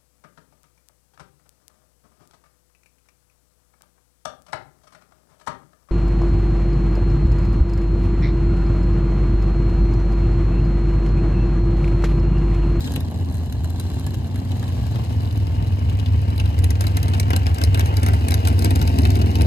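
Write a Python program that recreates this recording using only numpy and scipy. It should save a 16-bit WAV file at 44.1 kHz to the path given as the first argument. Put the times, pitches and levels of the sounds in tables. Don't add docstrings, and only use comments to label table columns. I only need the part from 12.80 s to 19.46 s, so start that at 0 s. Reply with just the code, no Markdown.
import sys
import numpy as np
from scipy import signal
from scipy.fft import rfft, irfft, next_fast_len
from scipy.io import wavfile
from scipy.ndimage import uniform_filter1d

SR = 44100
rng = np.random.default_rng(int(sys.argv[2]) if len(sys.argv) > 2 else 0)


def master_out(mix):
    frames = np.transpose(np.atleast_2d(mix))
    ceiling = np.clip(frames, -1, 1)
    pcm = np.round(ceiling * 32767).astype(np.int16)
    wavfile.write(sys.argv[1], SR, pcm)


N = 293706
TIME = np.arange(N) / SR
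MAX_FIRINGS = 1300

CYLINDER_DB = [4.5, 1.5, 3.5, -9.5, 2, -2, -2.5, -5]
# time_s, bark_db, blat_db, rasp_db, hiss_db
EXHAUST_LEVELS = [(0.0, -29.5, -43, -56, -42.5), (0.24, -29.5, -43.5, -55.5, -53.5),
                  (0.83, -34, -46, -58, -53.5), (1.09, -31.5, -45.5, -54, -49),
                  (1.45, -32, -46, -55.5, -54.5), (1.91, -32.5, -43, -52.5, -50.5),
                  (2.95, -33.5, -43.5, -50.5, -55), (4.99, -31.5, -40.5, -44.5, -51),
                  (6.42, -24.5, -38, -44.5, -47.5), (6.66, -26.5, -37, -43.5, -50)]
# start_s, snap_db, knock_db, bite_db (dry snaps omit the last two)
FUEL_CRACKS = [(.004,-30), (.0195,-34), (0.073,-28,-40.5,-36), (.119,-31), (0.137,-28),
               (0.1588,-23,-38,-31), (.205,-30), (.31,-36), (.543,-35), (.552,-37), (0.723,-28.5),
               (.843,-29), (.9028,-33), (0.998,-25,-44,-46), (1.1348,-37), (1.264,-27,-37.5,-42),
               (1.3421,-30,-42,-43), (1.557,-32.5,-38,-50), (1.7161,-34,-48,-38), (1.7689,-36),
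               (1.7948,-35), (1.8265,-32,-36,-45), (2.157,-31,-34.5,-47), (2.2378,-35), (2.4653,-38),
               (2.5247,-36), (2.5745,-37), (3.0957,-33.5,-43,-40), (3.1964,-35,-39,-33.5),
               (3.259,-40,-37,-33), (3.5783,-31), (3.5979,-27,-32,-28), (3.657,-33.5,-39,-36),
               (3.788,-26,-37,-45), (3.8412,-20), (3.905,-21.5,-32.5,-45), (4.0077,-18.5,-29.5,-34),
               (4.0387,-30,-30.5,-44), (4.0677,-18), (4.1684,-17.5,-29,-40), (4.2286,-21.5,-36,-33),
               (4.2813,-27,-32.5,-38), (4.335,-26.5,-31.5,-29), (4.346,-28.5,-36,-32), (4.3975,-14.5),
               (4.504,-22.5,-25,-43), (4.532,-25,-25,-28.5), (4.562,-14), (4.6661,-23,-27.5,-30),
               (4.744,-30), (4.7827,-25.5,-35,-42), (4.8144,-21.5,-28,-30), (4.8363,-15),
               (4.9437,-22,-28,-25), (4.9735,-24.5,-31,-41), (4.994,-19,-28,-38), (5.0067,-25,-30,-28),
               (5.0575,-25.5), (5.1682,-20,-33,-47), (5.231,-19.5,-29,-33), (5.262,-20.5,-26.5,-41),
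               (5.2844,-18.5,-28,-41), (5.334,-24,-30,-40), (5.4833,-17), (5.507,-18.5),
               (5.5184,-20,-28,-44), (5.5403,-14.5), (5.6511,-22,-36,-32), (5.672,-14.5,-26.5,-28),
               (5.683,-22), (5.7904,-21.5), (5.8216,-23,-35,-33), (5.8443,-13), (5.855,-21,-28.5,-32),
               (5.906,-22,-30.5,-30), (5.957,-20,-32,-33), (6.0138,-20,-31,-31), (6.024,-26),
               (6.0751,-21,-33,-30), (6.1854,-18,-32.5,-32), (6.217,-28), (6.251,-24,-27.5,-26),
               (6.3026,-23.5,-33.5,-32.5), (6.354,-23,-37.5,-35.5), (6.4165,-26.5,-39,-33.5),
               (6.554,-22,-34,-29.5), (6.6083,-26,-30.5,-28), (6.618,-22.5)]


def from_db(db):
    return 10 ** (np.asarray(db) / 20)


def unit_rms(x):
    return x / np.sqrt(np.mean(x ** 2) + 1e-20)


def in_time(rows):
    times_s, *columns = np.transpose(rows)
    return [np.interp(TIME, times_s, column) for column in columns]


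def swells(rows, width_s, after_s=0):
    coarse = TIME[::40]
    bells = sum(height * np.exp(-((coarse - s - after_s) / width_s) ** 2) for s, height in rows)
    return np.interp(TIME, coarse, bells)


def drift(rate_hz):
    pole = np.exp(-2 * np.pi * rate_hz * 40 / SR)
    slow = signal.lfilter([1], [1, -2 * pole, pole ** 2], rng.standard_normal(N // 40 + 2002))[2000:]
    return np.interp(np.arange(N) / 40, np.arange(len(slow)), unit_rms(slow))


def coloured(x, spectrum, size=8192):
    hz = np.fft.rfftfreq(size, 1 / SR) + 1
    skirts = np.minimum(hz / spectrum[0][0], 1) * np.minimum(spectrum[-1][0] / hz, 1) ** 2
    cepstrum = irfft(np.log(from_db(at_hz(spectrum, hz)) * skirts))
    cepstrum[1:size // 2] *= 2
    cepstrum[size // 2 + 1:] = 0
    response = irfft(np.exp(rfft(cepstrum)))
    return signal.oaconvolve(x, response / np.linalg.norm(response))[:N]


def at_hz(points, hz):
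    points_hz, values = np.transpose(points)
    return np.interp(np.log(hz + 1), np.log(points_hz), values)


def evened(x, span_s):
    width = int(span_s * SR)
    power = uniform_filter1d(uniform_filter1d(x ** 2, width), width)
    return x / np.sqrt(np.abs(power) + 1e-12)


def resonance(x, hz, width_hz):
    return signal.lfilter(*signal.iirpeak(hz, hz / width_hz, fs=SR), x)


def main_cycles():
    # time_s, cycle_rate_hz
    idle_speed = [(0, 22.42), (0.55, 21.23), (0.8, 20.34), (1.1, 23.0), (1.4, 24.09), (2.05, 22.46),
                  (2.35, 21.04), (2.85, 19.54), (3.35, 19.87), (4.1, 19.28), (5, 19.41), (6.0, 18.74),
                  (6.66, 19.13)]
    # time_s, droop_hz
    droops = [(3.83, 1.6), (4.33, 1.0), (4.72, 1.7), (5.49, 1.4), (5.78, .6), (6.08, .8)]
    droop = swells(droops, width_s=.085)
    overshoot = uniform_filter1d(droop, int(.96 * SR))
    speed = in_time(idle_speed)[0] - droop + overshoot
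    return np.cumsum(speed * (1 + .006 * drift(6))) / SR


def firings(cycles, uneven_db, jitter, pattern_depth):
    index = np.arange(MAX_FIRINGS)
    timing, burn = rng.standard_normal((MAX_FIRINGS, 2)).T
    onsets = np.searchsorted(cycles, (index + jitter * timing) / len(CYLINDER_DB))
    pattern_db = pattern_depth * np.resize(CYLINDER_DB, MAX_FIRINGS)
    clicks = np.zeros(N + 1)
    clicks[onsets] = from_db(pattern_db + uneven_db * np.minimum(burn, 1))
    return clicks[:N]


def lope():
    # time_s, sag_db
    stumbles = [(.325, 10), (.462, 4), (.719, 6), (1.102, 8), (1.222, 7), (1.33, 7), (1.481, 10),
                (1.62, 8.5), (2.257, 7), (2.508, 4.5), (2.989, 4), (3.255, 6), (3.541, 5.5), (3.732, 9),
                (4.778, 10.5), (5.12, 6), (5.213, 9), (5.482, 7), (5.622, 7), (6.167, 5.5), (6.525, 7)]
    sag = swells(stumbles, width_s=.019)
    catch = .31 * swells(stumbles, width_s=.042, after_s=.1)
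    return drift(13) - sag + catch


def boom(cycles):
    # time_s, third_db, fourth_db, fifth_db
    order_levels = [(0, -30, -4, -13), (1.2, -28, -5, -14), (2.5, -26, -9.5, -4), (6.66, -20, -5.5, -3.5)]
    # frequency_hz, level_db
    rumble_spectrum = [(25, -44), (42, -15), (52, -15), (63, 3.5), (72, 3.5), (88, 4.5), (100, 2),
                       (112, -7), (130, -4.5), (150, -14), (180, -25)]
    # time_s, level_db
    boom_level = [(0.0, -26), (0.59, -24.5), (1.45, -25.5), (3.3, -19.5), (6.38, -17)]
    gains = from_db(in_time(order_levels))
    orders = sum(gain * np.sqrt(2) * np.sin(2 * np.pi * (order * cycles + rng.random()))
                 for order, gain in enumerate(gains, 3))
    clicks = firings(cycles, uneven_db=7, jitter=.29, pattern_depth=.14)
    rumble = evened(coloured(clicks, rumble_spectrum), span_s=.56)
    rumble_gain = from_db(-2) * np.sqrt(np.maximum(1 - np.sum(gains ** 2, axis=0), .1))
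    level_db = in_time(boom_level)[0] + lope() + 2.15
    return from_db(level_db) * evened(orders + rumble_gain * rumble, span_s=.052)


def puffs(clicks, rise_s):
    age = np.arange(SR // 20) / SR / rise_s
    return unit_rms(np.abs(signal.oaconvolve(clicks, age * np.exp(1 - age))[:N]))


def headers(cycles, surge_db=0):
    # frequency_hz, level_db
    bark_spectrum = [(70, -50), (125, 5.5), (160, 0.5), (200, 1), (255, 4.5), (310, -5), (380, -7.5),
                     (520, -38.5)]
    blat_spectrum = [(250, -23), (430, 0.5), (700, 0.5), (920, -3.5), (1150, -8), (1600, -45)]
    rasp_spectrum = [(700, -15), (1150, 4.5), (1550, 5), (2250, 4), (2900, 9), (3600, -16), (4800, -43)]
    hiss_spectrum = [(2200, 3), (4100, 4.5), (7000, -0.5), (9000, -0.5), (12000, -1), (14000, -9.5),
                     (16000, -34)]
    bark_db, blat_db, rasp_db, hiss_db = in_time(EXHAUST_LEVELS)
    clicks = firings(cycles, uneven_db=6, jitter=.11, pattern_depth=.6)
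    knock = unit_rms(clicks)
    gas = puffs(clicks, rise_s=.002)
    sputter = puffs(clicks * (.18 + rng.random(N) ** 7), rise_s=.0012)
    jets = (gas + .74) * rng.standard_normal((3, N))
    spray = (sputter + .75) * rng.standard_normal(N)
    bark_db = bark_db + surge_db + drift(18)
    bark = from_db(bark_db + 1) * evened(coloured(knock + .33 * jets[0], bark_spectrum), span_s=.18)
    blat = from_db(blat_db + 5.5) * evened(coloured(knock + .74 * jets[1], blat_spectrum), span_s=.75)
    rasp = from_db(rasp_db + 4.5) * evened(coloured(.18 * knock + jets[2], rasp_spectrum), span_s=.43)
    hiss = from_db(hiss_db + 3.2) * evened(coloured(spray, hiss_spectrum), span_s=.057)
    return bark + blat + rasp + hiss


def with_body(rows):
    return [(s, db, *(body or (db - 16.5, db - 20))) for s, db, *body in rows]


def cracks(rows):
    # frequency_hz, level_db
    snap_spectrum = [(1500, -2), (2500, 14), (3200, -9.5), (3950, 7.5), (4350, 2), (4800, 6.5), (5400, 4),
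                     (6000, 6.5), (7200, 3), (8400, 9.5), (9800, 10.5), (12000, 5.5), (14000, 0.5),
                     (16000, -19)]
    knock_spectrum = [(300, 5), (750, 6), (1200, -1), (1550, 2.5), (2000, 0), (2700, -3.5), (3400, -17)]
    bite_spectrum = [(1400, -17.5), (2000, -2.5), (2600, 7), (3300, -4), (4000, -11.5)]
    rise_s, repeat_s, glance_lag_s = .0032, .0105, .0003
    tail_decay_s, knock_decay_s, bite_decay_s = .0048, .0079, .005
    snaps, knocks, bites = np.zeros((3, N + SR))
    age = np.arange(SR // 12) / SR
    attack = np.minimum(age / rise_s, 1)
    tail = from_db(-18) * np.exp(-age / tail_decay_s) * attack
    for start_s, snap_db, knock_db, bite_db in with_body(rows):
        grain, spread, gas = rng.standard_normal((3, len(age)))
        half_length_s = .0018 * from_db(rng.standard_normal())
        burst = np.exp(-((age - rise_s) / half_length_s) ** 4)
        repeat_gain = from_db(-16 + 7 * rng.uniform(-1, 1))
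        repeat = repeat_gain * np.exp(-((age - rise_s - repeat_s) / half_length_s) ** 4)
        shocks = grain * from_db(-6.5 * np.clip(spread, -2, 2))
        reflection = np.roll(shocks, 2 + int(rng.random() * glance_lag_s * SR))
        shocks = unit_rms(shocks + .4 * reflection)
        start = max(int((start_s - .001) * SR), 0)
        span = slice(start, start + len(age))
        snaps[span] += from_db(snap_db - 6.3) * (burst + repeat + tail) * shocks
        knocks[span] += from_db(knock_db + 9.5) * attack * np.exp(-age / knock_decay_s) * gas
        bites[span] += from_db(bite_db + 8) * attack * np.exp(-age / bite_decay_s) * gas
    return (coloured(snaps[:N], snap_spectrum) + coloured(knocks[:N], knock_spectrum)
            + coloured(bites[:N], bite_spectrum))


def faint_cracks(cycles, spit_share=.13):
    index = np.arange(int(cycles[-1] * len(CYLINDER_DB)))
    chance, strength = rng.random((MAX_FIRINGS, 2))[index].T
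    start_s = np.interp(index / len(CYLINDER_DB), cycles, TIME)
    hiss_db = np.interp(start_s, TIME, in_time(EXHAUST_LEVELS)[-1])
    snap_db = hiss_db + 13 + 4 * (2 * strength - 1)
    return np.column_stack([start_s, snap_db])[chance < spit_share]


def surges():
    start_s, _, knock_db, _ = np.transpose(with_body(FUEL_CRACKS))
    swell = swells(zip(start_s, from_db(knock_db - knock_db.max())), width_s=.043)
    return 3 * (swell - uniform_filter1d(swell, SR))


def shifting_colour(x):
    # centre_hz, width_hz, early_db, middle_db, late_db
    peaks_and_hollows = [(168, 22, 0, -2, -3), (268, 35, 5, 2, 1.5), (372, 150, -3, 0.5, 3),
                         (555, 80, -6, -5, -8), (685, 140, -2.5, 0.5, 2.5), (890, 106, 2, 3.5, 3),
                         (1190, 150, 0, 0, -7), (1530, 360, -1, 2.5, 1.5), (2280, 450, -1, -2, -1.5),
                         (3260, 480, 0, -2, -5), (3800, 330, 3, 0, 3.5), (4410, 370, -2, -1.5, -2),
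                         (5130, 340, 3.5, 1.5, 3)]
    colour_times_s = [3.17, 4.9, 6.1]
    for hz, width_hz, *lift_db in peaks_and_hollows:
        gain = from_db(np.interp(TIME, colour_times_s, lift_db))
        x = x + (gain - 1) * resonance(x, hz, width_hz)
    return x


def second_car(cycles, pops, share):
    # frequency_hz, level_db
    tint = [(120, -4), (165, 4), (240, 1.5), (330, 2), (450, -1), (870, 1), (1350, 0), (1650, 6.5),
            (2050, 0.5), (2400, -4), (2800, -1.5), (3200, 7), (3600, 1.5), (4100, 8.5), (4600, 0),
            (5100, -8), (5600, -0.5), (7400, 5), (10200, -7), (12000, 2)]
    hollow_pops = pops + from_db(-12) * resonance(pops, hz=1690, width_hz=260)
    return np.sqrt(share) * coloured(from_db(-4.5) * headers(cycles) + share * hollow_pops, tint)


def ports(main, other):
    # frequency_hz, lead_rad
    main_phase = [(40, 0.25), (280, 0.86), (560, 2.06), (1100, 3.5), (1800, 4), (2400, 7.5), (3300, 11),
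                  (4400, 12), (5500, 16), (7060, 19.5), (7700, 24), (9700, 22.5), (11200, 19.8),
                  (15400, 20)]
    # frequency_hz, difference_db
    shadow = [(110, 0), (200, 2), (700, 3.5), (1300, 2.5), (2400, -1.5), (4400, 21.5), (6200, 7.5),
              (8100, -1.5), (12000, 0)]
    size = next_fast_len(N + SR // 10)
    hz = np.fft.rfftfreq(size, 1 / SR)
    main_lead = np.interp(hz, *np.transpose(main_phase))
    other_lead = -2 * np.pi * hz * 99e-6
    stereo = np.zeros((2, N))
    for car, lead, shade in (main, main_lead, .95), (other, other_lead, .05):
        left = from_db(shade * at_hz(shadow, hz) / 2) * np.exp(.5j * lead)
        stereo += irfft(rfft(car, size) * [left, 1 / left], size)[:, :N]
    return stereo


def shifting_path(x, spread_s=.0007):
    return np.interp(TIME - spread_s * (2 + drift(.394)), TIME, x)


def wall(x, decay_s=.0025, low_hz=1970):
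    age = np.arange(SR // 25) / SR
    response = rng.standard_normal((2, len(age))) * np.exp(-age / decay_s)
    bright = signal.sosfilt(signal.butter(2, low_hz, "high", fs=SR, output="sos"), x)
    return signal.oaconvolve(bright[None], response / np.linalg.norm(response[0]), axes=1)[:, :N]


def grandstands(x):
    # frequency_hz, t60_s
    decay_times = [(150, 1), (1000, 0.17), (4000, 0.32), (14000, 0.014)]
    age = np.arange(SR) / SR
    edges_hz = np.geomspace(60, 16000, 9)
    response = np.zeros((2, SR))
    for low, high in zip(edges_hz, edges_hz[1:]):
        hz = np.sqrt(low * high)
        band = signal.butter(2, [low, high], "band", fs=SR, output="sos")
        mid, side = signal.sosfilt(band, rng.standard_normal((2, SR)))
        coherence = np.sinc(hz / 1100)
        pair = np.sqrt(1 + coherence) * mid + np.sqrt(1 - coherence) * np.array([side, -side])
        response += pair * from_db(-60 * age / at_hz(decay_times, hz))
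    response *= np.minimum(age / .00091, 1)
    return signal.oaconvolve(x[None], response / np.linalg.norm(response[0]), axes=1)[:, :N]


def scene():
    # time_s, main_share
    blend = [(0, 0.29), (1.0, 0.17), (2.0, 0.44), (3.0, 0.71), (4.5, 0.87), (6.66, 0.95)]
    share = in_time(blend)[0]
    cycles = main_cycles()
    other_speed_hz = 18.8 * (1 + .03 * drift(2))
    pops = cracks([*FUEL_CRACKS, *faint_cracks(cycles)])
    main = np.sqrt(share) * shifting_colour(from_db(-1.06) * headers(cycles, surges()) + pops)
    other = second_car(np.cumsum(other_speed_hz) / SR, pops, 1 - share)
    direct = ports(main + boom(cycles), other)
    delayed = shifting_path(main + other)
    return direct + from_db(-5.5) * wall(delayed) + from_db(-16) * grandstands(delayed)


def record(dry):
    fade_in_s, ceiling, cutoff_hz = .008, .95, 15700
    rounded = ceiling * np.tanh(dry * np.minimum(TIME / fade_in_s, 1) / ceiling)
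    return signal.sosfilt(signal.ellip(10, .1, 80, cutoff_hz, fs=SR, output="sos"), rounded)


dry = scene()
out = record(dry)
master_out(out)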